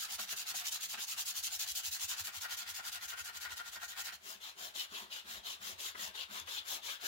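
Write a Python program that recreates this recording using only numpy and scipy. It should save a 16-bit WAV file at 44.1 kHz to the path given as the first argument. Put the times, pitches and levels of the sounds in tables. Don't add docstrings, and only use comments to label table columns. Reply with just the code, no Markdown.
import sys
import numpy as np
from scipy import signal
from scipy.fft import rfft, irfft, next_fast_len
from scipy.io import wavfile
from scipy.ndimage import uniform_filter1d

SR = 44100
rng = np.random.default_rng(int(sys.argv[2]) if len(sys.argv) > 2 else 0)


def master_out(mix):
    frames = np.transpose(np.atleast_2d(mix))
    ceiling = np.clip(frames, -1, 1)
    pcm = np.round(ceiling * 32767).astype(np.int16)
    wavfile.write(sys.argv[1], SR, pcm)


N = 311787
TIME_S = np.arange(N) / SR
BLOCK_END_S, SHEET_END_S = 4.172, 7.16
EDGE_HZ = 15880

# start in seconds, mid-stroke pressure in dB, pressure gained on the way in dB.
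BLOCK_STROKES = [(-0.014, -44.5, 2), (0.081, -44.5, -7), (0.18, -45.9, -2), (0.269, -45, -5),
                 (0.354, -46, 0), (0.453, -43.5, -4), (0.532, -44.5, 7.5), (0.635, -42, -3),
                 (0.705, -44.5, 2), (0.79, -45, -1), (0.878, -47.5, 2), (0.973, -44.5, -8),
                 (1.063, -46.5, 3), (1.163, -43.5, -15), (1.247, -44.5, 5), (1.335, -44, -4),
                 (1.418, -43.5, 11), (1.496, -45, -5), (1.585, -43, -1.5), (1.659, -45, -12),
                 (1.743, -44.5, -1), (1.822, -44.1, -5), (1.905, -45.0, 4), (1.987, -43.5, -8.5),
                 (2.075, -43.5, 1), (2.16, -44.5, -8), (2.236, -46.5, -3), (2.314, -47.5, 3),
                 (2.4, -47, -1), (2.48, -45, 0), (2.563, -47, -3), (2.651, -47, 0), (2.733, -49, -1),
                 (2.821, -46.5, 3), (2.91, -47.5, 2), (2.993, -49.1, 6), (3.072, -49, -6), (3.158, -48, -1),
                 (3.234, -49.9, -3), (3.32, -49.7, 4), (3.396, -48.5, 2), (3.483, -50, -1),
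                 (3.556, -49.5, -1), (3.628, -51.5, 4), (3.712, -51.5, -2), (3.792, -49.5, 4),
                 (3.873, -51, 0), (3.953, -45, 2), (4.035, -47, 4), (4.112, -52, -8)]
# start in seconds, mid-stroke pressure in dB, pressure gained on the way in dB
SHEET_STROKES = [(4.205, -49, 5.5, 1.5), (4.39, -50, 2.5, -2.6), (4.547, -47, 4.5, 1.4),
                 (4.729, -45.5, 5.5, -3.2), (4.877, -46, -0.5, -1.7), (5.089, -47.5, 3, -4.7),
                 (5.235, -45, 1, 0.2), (5.425, -45.5, 2.5, -2.9), (5.586, -44, 2.5, 0.7),
                 (5.767, -44.5, 5.5, -1.5), (5.938, -43.5, 2, 0.8), (6.127, -45.5, -1.5, -7.1),
                 (6.28, -43.5, -1, -0.1), (6.452, -44.5, 2.5, -3.9), (6.636, -41.5, 5, 2.7),
                 (6.807, -44.5, 4, -2.2), (6.991, -40, 2.5, -0.1)]
BLOCK_SWING = [(.27, 0.49), (.56, 0.39)]
SHEET_SWING = [(0.45, .52), (0.29, .5)]
# time in seconds, tilt (0 = flat).
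BLOCK_TILT = [(0, 0.75), (.95, 0.59), (1.3, 0.46), (1.95, .35), (2.3, 0.89), (3, 0.84), (3.6, 1.2),
              (4.05, 0.98)]
# level when flat in dB, change per tilt in dB,
# further change per tilt at full reach in dB.
BLOCK_LAYERS = [(7.5, -8, -2.5), (-0.72, -0.1, 0.5), (-11.3, 7.8, 2)]
# level on a push in dB, level on a pull in dB.
SHEET_LAYERS = [(-3, -4.5), (-2.5, 0), (-6, -6.5)]

# share of the stroke, Gaussian sigma in seconds,
# level over the pressure in dB at tilt 1.5.
CATCH_RULE = [(0.725, 0.0087, 3.5), (0.48, .011, -1)]
CATCH_DB_PER_TILT = 15
# time in seconds, level in dB.
HARD_CATCHES = [(.054, -47.5), (.196, -38), (.332, -40.5), (.517, -41.5), (.547, -41), (.947, -39),
                (.986, -41.5), (2.119, -47.5), (2.285, -46.5), (2.452, -41.5), (2.8, -46), (3.136, -47),
                (3.457, -45.5), (3.524, -48), (3.604, -46.5), (3.768, -47), (3.83, -45.5), (4.131, -50.5)]
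# time in seconds, level in dB.
SNAGS = [(4.804, -37.5), (4.96, -44), (5.128, -45.5), (5.467, -47), (6.22, -43.5), (6.583, -40),
         (6.91, -42.5)]
# time in seconds, level in dB.
KNOCKS = [(4.758, -51.5), (5.278, -62), (5.955, -45), (6.482, -47), (6.893, -43.5)]
# time in seconds, level in dB.
TICKS = [(4.797, -39), (6.079, -39), (6.4, -36.5), (6.415, -50)]
HARD_CATCH_SIGMA_S, SNAG_SIGMA_S, KNOCK_SIGMA_S, TICK_SIGMA_S = 0.0083, 0.013, 0.0049, 0.00078

# frequency in Hz, relative density in dB.
BLOCK_HISS_SPECTRUM = [(2500, -41), (4000, -5), (5200, -4), (6800, 0.5), (7500, -3), (8300, -9),
                       (10000, -7.5), (12300, -6.5), (13200, -7.5), (15400, -6.5)]
BLOCK_RASP_SPECTRUM = [(1400, -26.5), (2300, -9), (2700, -1.3), (3100, 0.5), (4000, -1.4), (4800, -2.5),
                       (7500, -23.5)]
BLOCK_BODY_SPECTRUM = [(100, -21.5), (160, -16.5), (205, -8.5), (260, -24), (400, -18), (580, -17.5),
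                       (720, -1), (1000, -3.5), (1500, 3.5), (2000, 2), (2500, -1), (4000, -14)]
SHEET_HISS_SPECTRUM = [(2500, -19), (4200, -9), (5100, 0), (5800, -0.8), (7100, 2.5), (7700, -5.5),
                       (8500, -8), (11800, -5), (13200, -6), (15400, -4.5)]
SHEET_RASP_SPECTRUM = [(1400, -32), (2300, -15), (2800, -1.5), (3400, 0.5), (4000, -1.5), (4700, -8),
                       (7500, -26.5)]
SHEET_BODY_SPECTRUM = [(100, -21), (155, -57), (210, -10.5), (270, -14.5), (400, -8.5), (500, -8.5),
                       (680, -4.5), (850, -4), (1100, -1.5), (1500, 3), (2000, 0.5), (2500, -1.5),
                       (4000, -28.5)]
CATCH_SPECTRUM = [(150, -24), (205, -5), (270, -24), (400, -13.5), (520, -21.5), (700, 0.5), (1000, -3.5),
                  (1500, -1.5), (2100, -4.5), (3000, -4), (6000, -21), (12000, -48)]
# frequency in Hz, relative density in dB.
DRUM_SPECTRUM = [(100, -9), (150, -20.5), (190, -2.5), (220, 1.5), (270, -16), (400, -3), (520, -20),
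                 (660, 0.5), (900, -24)]
BENCH_SPECTRUM = [(20, -13), (40, -24), (60, -5.5), (79, 6), (100, -1.5), (140, -17), (205, -11.5),
                  (260, -32), (600, -52)]
ROOM_SPECTRUM = [(20, -28), (80, -2.5), (200, -16), (600, -4), (3000, -4), (16000, -19)]
# frequency in Hz, spread in dB.
COLOUR_WANDER = [(200, 3.5), (800, 3.5), (2000, 2.5), (5000, 2.2), (15000, 3)]

# frequency in Hz, width in Hz, relative level in dB.
FREE_PLATE_MODES = [(849, 21, -9), (1010, 100, -9), (1421.4, 38, 6.5), (1534, 15, -2), (1720, 15, -45),
                    (1850, 23, 3)]
DAMPED_PLATE_MODES = [(1156, 350, 0)]
# time in seconds, linear gain.
PLATE_FREEDOM = [(2.0, 0.16), (2.45, 1), (3.5, 1.19), (4.13, 0.83), (4.15, 0.14)]
# time in seconds, level in dB.
DRUM_LEVEL = [(4.3, -65.5), (5.0, -60.5), (6.4, -61.5), (6.7, -76)]
# time in seconds, rumble level in dB, jolt level in dB.
BENCH_SHAKING = [(0, -79, -57), (1.1, -82, -82), (1.5, -74, -64), (2.35, -82, -54.5), (2.6, -77.5, -68),
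                 (3.4, -75.5, -57), (4.0, -76, -74), (4.3, -85, -74.5), (5.4, -82.5, -59.5),
                 (6.4, -76, -60.5), (7, -81, -84)]
BLOCK_JOLT_SHARE, SHEET_JOLT_SHARE = 0.646, 0.74

# frequency in Hz, correlation (clipped to -1..1 in use).
BLOCK_LIKENESS = [(40, 6.3), (80, 0.5), (200, 0.17), (500, 0.07), (16000, -0.03)]
SHEET_LIKENESS = [(200, 1), (550, 0.14), (1200, 1), (2500, 0.42), (3700, 0.29), (6000, 0.089),
                  (16000, 0.04)]
# frequency in Hz, left minus right in dB.
BLOCK_BALANCE = [(60, 8), (92, -3.5), (140, -10), (210, -3), (330, 3.5), (500, 0), (770, 3), (1170, 4.5),
                 (1790, 2), (2740, 1), (4190, -1), (6410, -1), (9810, -0.5), (15000, 2)]
SHEET_BALANCE = [(60, 9), (92, -7), (140, 0), (210, 0), (330, 2.5), (500, 10), (770, 1.5), (1170, 3.5),
                 (1790, 2.5), (2740, 4), (4190, 3.5), (6410, 4), (9810, 0.5), (15000, 3.5)]
# time in seconds, left minus right in dB.
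BALANCE_DRIFT = [(0, 0), (1.7, 1), (3.0, 1.4), (3.8, 1.5), (5.3, -1), (6.9, 1.5)]
# frequency in Hz, 60 dB decay time in seconds.
WORKSHOP_T60 = [(100, 0.45), (1000, 0.27), (4000, 0.2), (9000, 0.15), (16000, 0.13)]


def amp(db):
    return 10 ** (np.asarray(db) / 20)


def over_hz(points, hz):
    point_hz, value = np.transpose(points)
    return np.interp(np.log(hz + 1), np.log(point_hz), value)


def over_time(points):
    return np.interp(TIME_S, *np.transpose(points))


def convolve(x, response):
    response = np.atleast_2d(response)
    unit_response = response / np.linalg.norm(response, axis=1, keepdims=True)
    return signal.oaconvolve(x, unit_response, axes=1)[:, :N]


def colour(x, spectrum, size=4096):
    hz = abs(np.fft.fftfreq(size, 1 / SR))
    low_cut = np.minimum((hz + 10) / spectrum[0][0], 1) ** 2
    log_gain = np.log(amp(over_hz(spectrum, hz)) * low_cut)
    minimum_phase = np.exp(np.conj(signal.hilbert(log_gain)))
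    return convolve(x, np.fft.ifft(minimum_phase).real)


def grit(per_s, spread_db, smooth):
    size = amp(spread_db * np.clip(rng.standard_normal(N), -2, 2)) * (rng.random(N) < per_s / SR)
    clicks = size * rng.standard_normal((2, N))
    share = np.clip(smooth, 0, 1)
    return np.sqrt(1 - share) * clicks / clicks.std() + np.sqrt(share) * rng.standard_normal((2, N))


def chatter(top_hz, depth_db, low_hz=20):
    size = next_fast_len(N)
    hz = np.fft.rfftfreq(size, 1 / SR)
    band = hz / (hz + low_hz) / (1 + (hz / top_hz) ** 2)
    wobble = irfft(rfft(rng.standard_normal(size)) * band, size)[:N]
    gain = amp(depth_db * np.clip(wobble / wobble.std(), -2, 2))
    return gain / np.sqrt(np.mean(gain ** 2))


def turns_of(strokes, end_s):
    return np.array([row[0] for row in strokes] + [end_s])


def progress(strokes, end_s):
    turns_s = turns_of(strokes, end_s)
    return np.interp(TIME_S, turns_s, np.arange(len(turns_s)))


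def stroke_of(strokes, end_s):
    return np.minimum(progress(strokes, end_s).astype(int), len(strokes) - 1)


def reach_of(strokes, end_s):
    return -np.cos(np.pi * progress(strokes, end_s))


def moments(strokes, end_s, share):
    turns_s = turns_of(strokes, end_s)
    return turns_s[:-1] + share * np.diff(turns_s)


def swell(at_s, sigma_s):
    force = np.zeros(N)
    near = slice(*np.searchsorted(TIME_S, [at_s - 10 * sigma_s, at_s + 10 * sigma_s]))
    force[near] = np.exp(-.5 * ((TIME_S[near] - at_s) / sigma_s) ** 2)
    return force


def swells(events, sigma_s):
    return sum(amp(db) * swell(at_s, sigma_s) for at_s, db in events)


def ports(x, likeness, balance, lag_ms):
    size = next_fast_len(N + 1000)
    hz = np.fft.rfftfreq(size, 1 / SR)
    left, other = rfft(x, size)
    same = np.clip(over_hz(likeness, hz), -1, 1)
    ratio = amp(over_hz(balance, hz))
    delay = np.exp(-2j * np.pi * hz * lag_ms / 1000)
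    right = (same * left + np.sqrt(1 - same ** 2) * other) * delay
    return irfft(np.array([ratio * left, right]) * np.sqrt(2 / (1 + ratio ** 2)), size)[:, :N]


def room_tone():
    return amp(-66.5) * colour(rng.standard_normal((2, N)), ROOM_SPECTRUM)


def workshop(x, size=256, count=700):
    taps = np.zeros((2, SR // 2))
    at = 20 * (np.arange(count) + 10) + rng.integers(0, 20, (2, count))
    np.put_along_axis(taps, at, rng.choice([-1., 1.], at.shape), 1)
    hz, t, z = signal.stft(taps, SR, nperseg=size)
    decay = np.exp(-np.log(1000) * t / over_hz(WORKSHOP_T60, hz)[:, None])
    return convolve(x, signal.istft(z * decay, SR, nperseg=size)[1])


def bench_rumble():
    times_s, rumble_db, _ = np.transpose(BENCH_SHAKING)
    shake = amp(np.interp(TIME_S, times_s, rumble_db)) * chatter(top_hz=8.8, depth_db=3.0, low_hz=3)
    rumble = colour(shake * rng.standard_normal((2, N)), BENCH_SPECTRUM)
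    return ports(rumble, BLOCK_LIKENESS, BLOCK_BALANCE, lag_ms=.05)


def bench_thuds(hz=78, peak_s=0.015, detune=0.28, rocking_rad=0.93, scatter_s=0.0084, scatter_db=2.5):
    times_s, _, jolt_db = np.transpose(BENCH_SHAKING)
    pulls_s = moments(BLOCK_STROKES, BLOCK_END_S, BLOCK_JOLT_SHARE)[1::2]
    pushes_s = moments(SHEET_STROKES, SHEET_END_S, SHEET_JOLT_SHARE)[::2]
    jolts_s = np.r_[pulls_s, pushes_s]
    thuds = np.zeros((2, N))
    t = TIME_S[:SR // 4]
    envelope = (t / peak_s * np.exp(1 - t / peak_s)) ** 2
    for at_s, (pitch, sway, late, harder) in zip(jolts_s, rng.uniform(-0.86, 1, (len(jolts_s), 4))):
        side_phase = rocking_rad * sway * np.array([[-1], [1]])
        wave = np.sin(2 * np.pi * hz * (1 + detune * pitch) * t + side_phase)
        level_db = np.interp(at_s, times_s, jolt_db) + scatter_db * harder
        thud = amp(level_db) * envelope * wave
        start = round((at_s + scatter_s * late - peak_s / 2) * SR)
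        part = thuds[:, start:][:, :len(t)]
        part += thud[:, :part.shape[1]]
    thuds = signal.sosfilt(signal.butter(4, 50, "highpass", fs=SR, output="sos"), thuds)
    return thuds * amp([[-1.5], [1]])


def plate(x, modes, tuning):
    sound, power = 0, 0
    for hz, width_hz, db in modes:
        turn = np.exp(2j * np.pi * np.cumsum(hz * tuning) / SR)
        r = np.exp(-np.pi * width_hz / SR)
        ring = turn * signal.lfilter([1 - r], [1, -r], x / turn + 1e-18)
        sound = sound + amp(db) * ring.real
        power += amp(db) ** 2 * (1 - r) / (1 + r) / 2
    return sound / np.sqrt(power)


def shifting(x, size=512):
    hz, _, z = signal.stft(x, SR, nperseg=size)
    patches = rng.standard_normal(z.shape[1:])
    for _ in range(2):
        patches = uniform_filter1d(patches, size=5, axis=1)
        patches = uniform_filter1d(patches, size=2, axis=0)
    gain = amp(over_hz(COLOUR_WANDER, hz)[:, None] * patches / patches.std())
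    gain = gain / np.sqrt(np.mean(gain ** 2, axis=1, keepdims=True))
    return signal.istft(z * gain, SR, nperseg=size)[1][:, :N]


def rubbing(strokes, end_s, swing, layers_db, powers, floor, uneven_db):
    stroke = stroke_of(strokes, end_s)
    done = progress(strokes, end_s) - stroke
    rise, fall = np.array(swing)[stroke % 2].T
    pressure_db, lean_db = np.array(strokes)[stroke, 1:3].T
    speeding_up = np.sin(np.pi / 2 * np.minimum(done / rise, 1))
    slowing_down = np.sin(np.pi / 2 * np.minimum((1 - done) / fall, 1))
    touching = (TIME_S >= strokes[0][0]) * (TIME_S < end_s)
    pressure = amp(pressure_db + lean_db * (done - .5)) * touching
    speed = np.hypot(speeding_up * slowing_down, floor)
    strength = pressure * amp(layers_db) * speed ** np.array(powers)[:, None]
    return uniform_filter1d(strength, size=120, axis=1) * chatter(top_hz=35, depth_db=uneven_db, low_hz=24)


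def sheet(bend=0.25):
    stroke = stroke_of(SHEET_STROKES, SHEET_END_S)
    reach = reach_of(SHEET_STROKES, SHEET_END_S)
    layers_db = np.array(SHEET_LAYERS, float)[:, stroke % 2]
    layers_db[0] += np.array(SHEET_STROKES)[stroke, 2]
    strength = rubbing(SHEET_STROKES, SHEET_END_S, SHEET_SWING, layers_db,
                       powers=(2.5, 1.7, 1.45), floor=0.3, uneven_db=0.6)
    accents = np.array([swells(TICKS, TICK_SIGMA_S), swells(SNAGS, SNAG_SIGMA_S),
                        swells(KNOCKS, KNOCK_SIGMA_S)])
    hiss, rasp, body = np.hypot(strength, accents) * chatter(top_hz=276, depth_db=-0.55)
    sound = amp(-1.0) * colour(hiss * grit(per_s=6000, spread_db=1.5, smooth=0.48), SHEET_HISS_SPECTRUM)
    sound += amp(-0.86) * colour(rasp * grit(per_s=4100, spread_db=3.5, smooth=0.68), SHEET_RASP_SPECTRUM)
    sound += amp(-1.5) * colour(body * grit(per_s=2200, spread_db=5.0, smooth=0.84), SHEET_BODY_SPECTRUM)
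    drive = body * grit(per_s=2600, spread_db=3.0, smooth=0.65)
    sound += amp(-7.5) * plate(drive, DAMPED_PLATE_MODES, 1 - bend * reach)
    pushing = np.maximum(np.gradient(reach), 0)
    drum = amp(over_time(DRUM_LEVEL)) * np.sqrt(pushing / pushing.max())
    sound += colour(drum * grit(per_s=880, spread_db=3.5, smooth=0.34), DRUM_SPECTRUM)
    return ports(sound, SHEET_LIKENESS, SHEET_BALANCE, lag_ms=0.28)


def catching(tilt, scatter_s=0.003, scatter_db=2.0):
    force = np.zeros(N)
    for k, (late, harder) in enumerate(rng.standard_normal((len(BLOCK_STROKES), 2))):
        share, sigma_s, over_db = CATCH_RULE[k % 2]
        at_s = moments(BLOCK_STROKES, BLOCK_END_S, share)[k] + scatter_s * late
        level_db = BLOCK_STROKES[k][1] + over_db + scatter_db * harder
        force += amp(level_db) * swell(at_s, sigma_s)
    regular = force * amp(CATCH_DB_PER_TILT * (tilt - 1.5))
    return np.maximum(regular, swells(HARD_CATCHES, HARD_CATCH_SIGMA_S))


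def block():
    tilt, reach = over_time(BLOCK_TILT), reach_of(BLOCK_STROKES, BLOCK_END_S)
    layers_db = np.array([flat_db + tilt * (tilt_db + far_db * reach)
                          for flat_db, tilt_db, far_db in BLOCK_LAYERS])
    hiss, rasp, body = rubbing(BLOCK_STROKES, BLOCK_END_S, BLOCK_SWING, layers_db,
                               powers=(1.8, 1.3, .7), floor=0.29, uneven_db=0.64)
    contact = chatter(top_hz=240, depth_db=-1.6)
    catch = catching(tilt)
    hiss_grit = hiss * contact * grit(per_s=8000, spread_db=0.0, smooth=0.41)
    rasp_grit = rasp * contact * grit(per_s=4500, spread_db=3.0, smooth=0.67)
    body_grit = body * chatter(top_hz=120, depth_db=1.4) * grit(per_s=2500, spread_db=3.5, smooth=0.45)
    catch_grit = catch * grit(per_s=1600, spread_db=6.5, smooth=0.74)
    scrape = amp(2.1) * colour(hiss_grit, BLOCK_HISS_SPECTRUM)
    scrape += amp(0.2) * colour(rasp_grit, BLOCK_RASP_SPECTRUM)
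    scrape += amp(-1.0) * colour(body_grit, BLOCK_BODY_SPECTRUM)
    scrape += amp(-4.5) * colour(catch_grit, CATCH_SPECTRUM)
    drive = over_time(PLATE_FREEDOM) * (amp(-1.0) * catch + amp(-6.2) * body)
    tuning = chatter(top_hz=8, depth_db=0.085, low_hz=3)
    ring = plate(drive * grit(per_s=2000, spread_db=4.5, smooth=0.56), FREE_PLATE_MODES, tuning)
    return ports(shifting(scrape) + ring, BLOCK_LIKENESS, BLOCK_BALANCE, lag_ms=0.052)


def scene():
    pan_db = over_time(BALANCE_DRIFT)
    sanding = (block() + shifting(sheet())) * amp(np.array([pan_db, -pan_db]) / 2)
    reflections = amp(-11) * workshop(sanding)
    return room_tone() + bench_rumble() + bench_thuds() + reflections + sanding


def record(dry):
    low_pass = signal.firwin(601, EDGE_HZ, window=("kaiser", 8), fs=SR)
    return signal.oaconvolve(dry, low_pass[None], "same", axes=1)


dry = scene()
out = record(dry)
master_out(out)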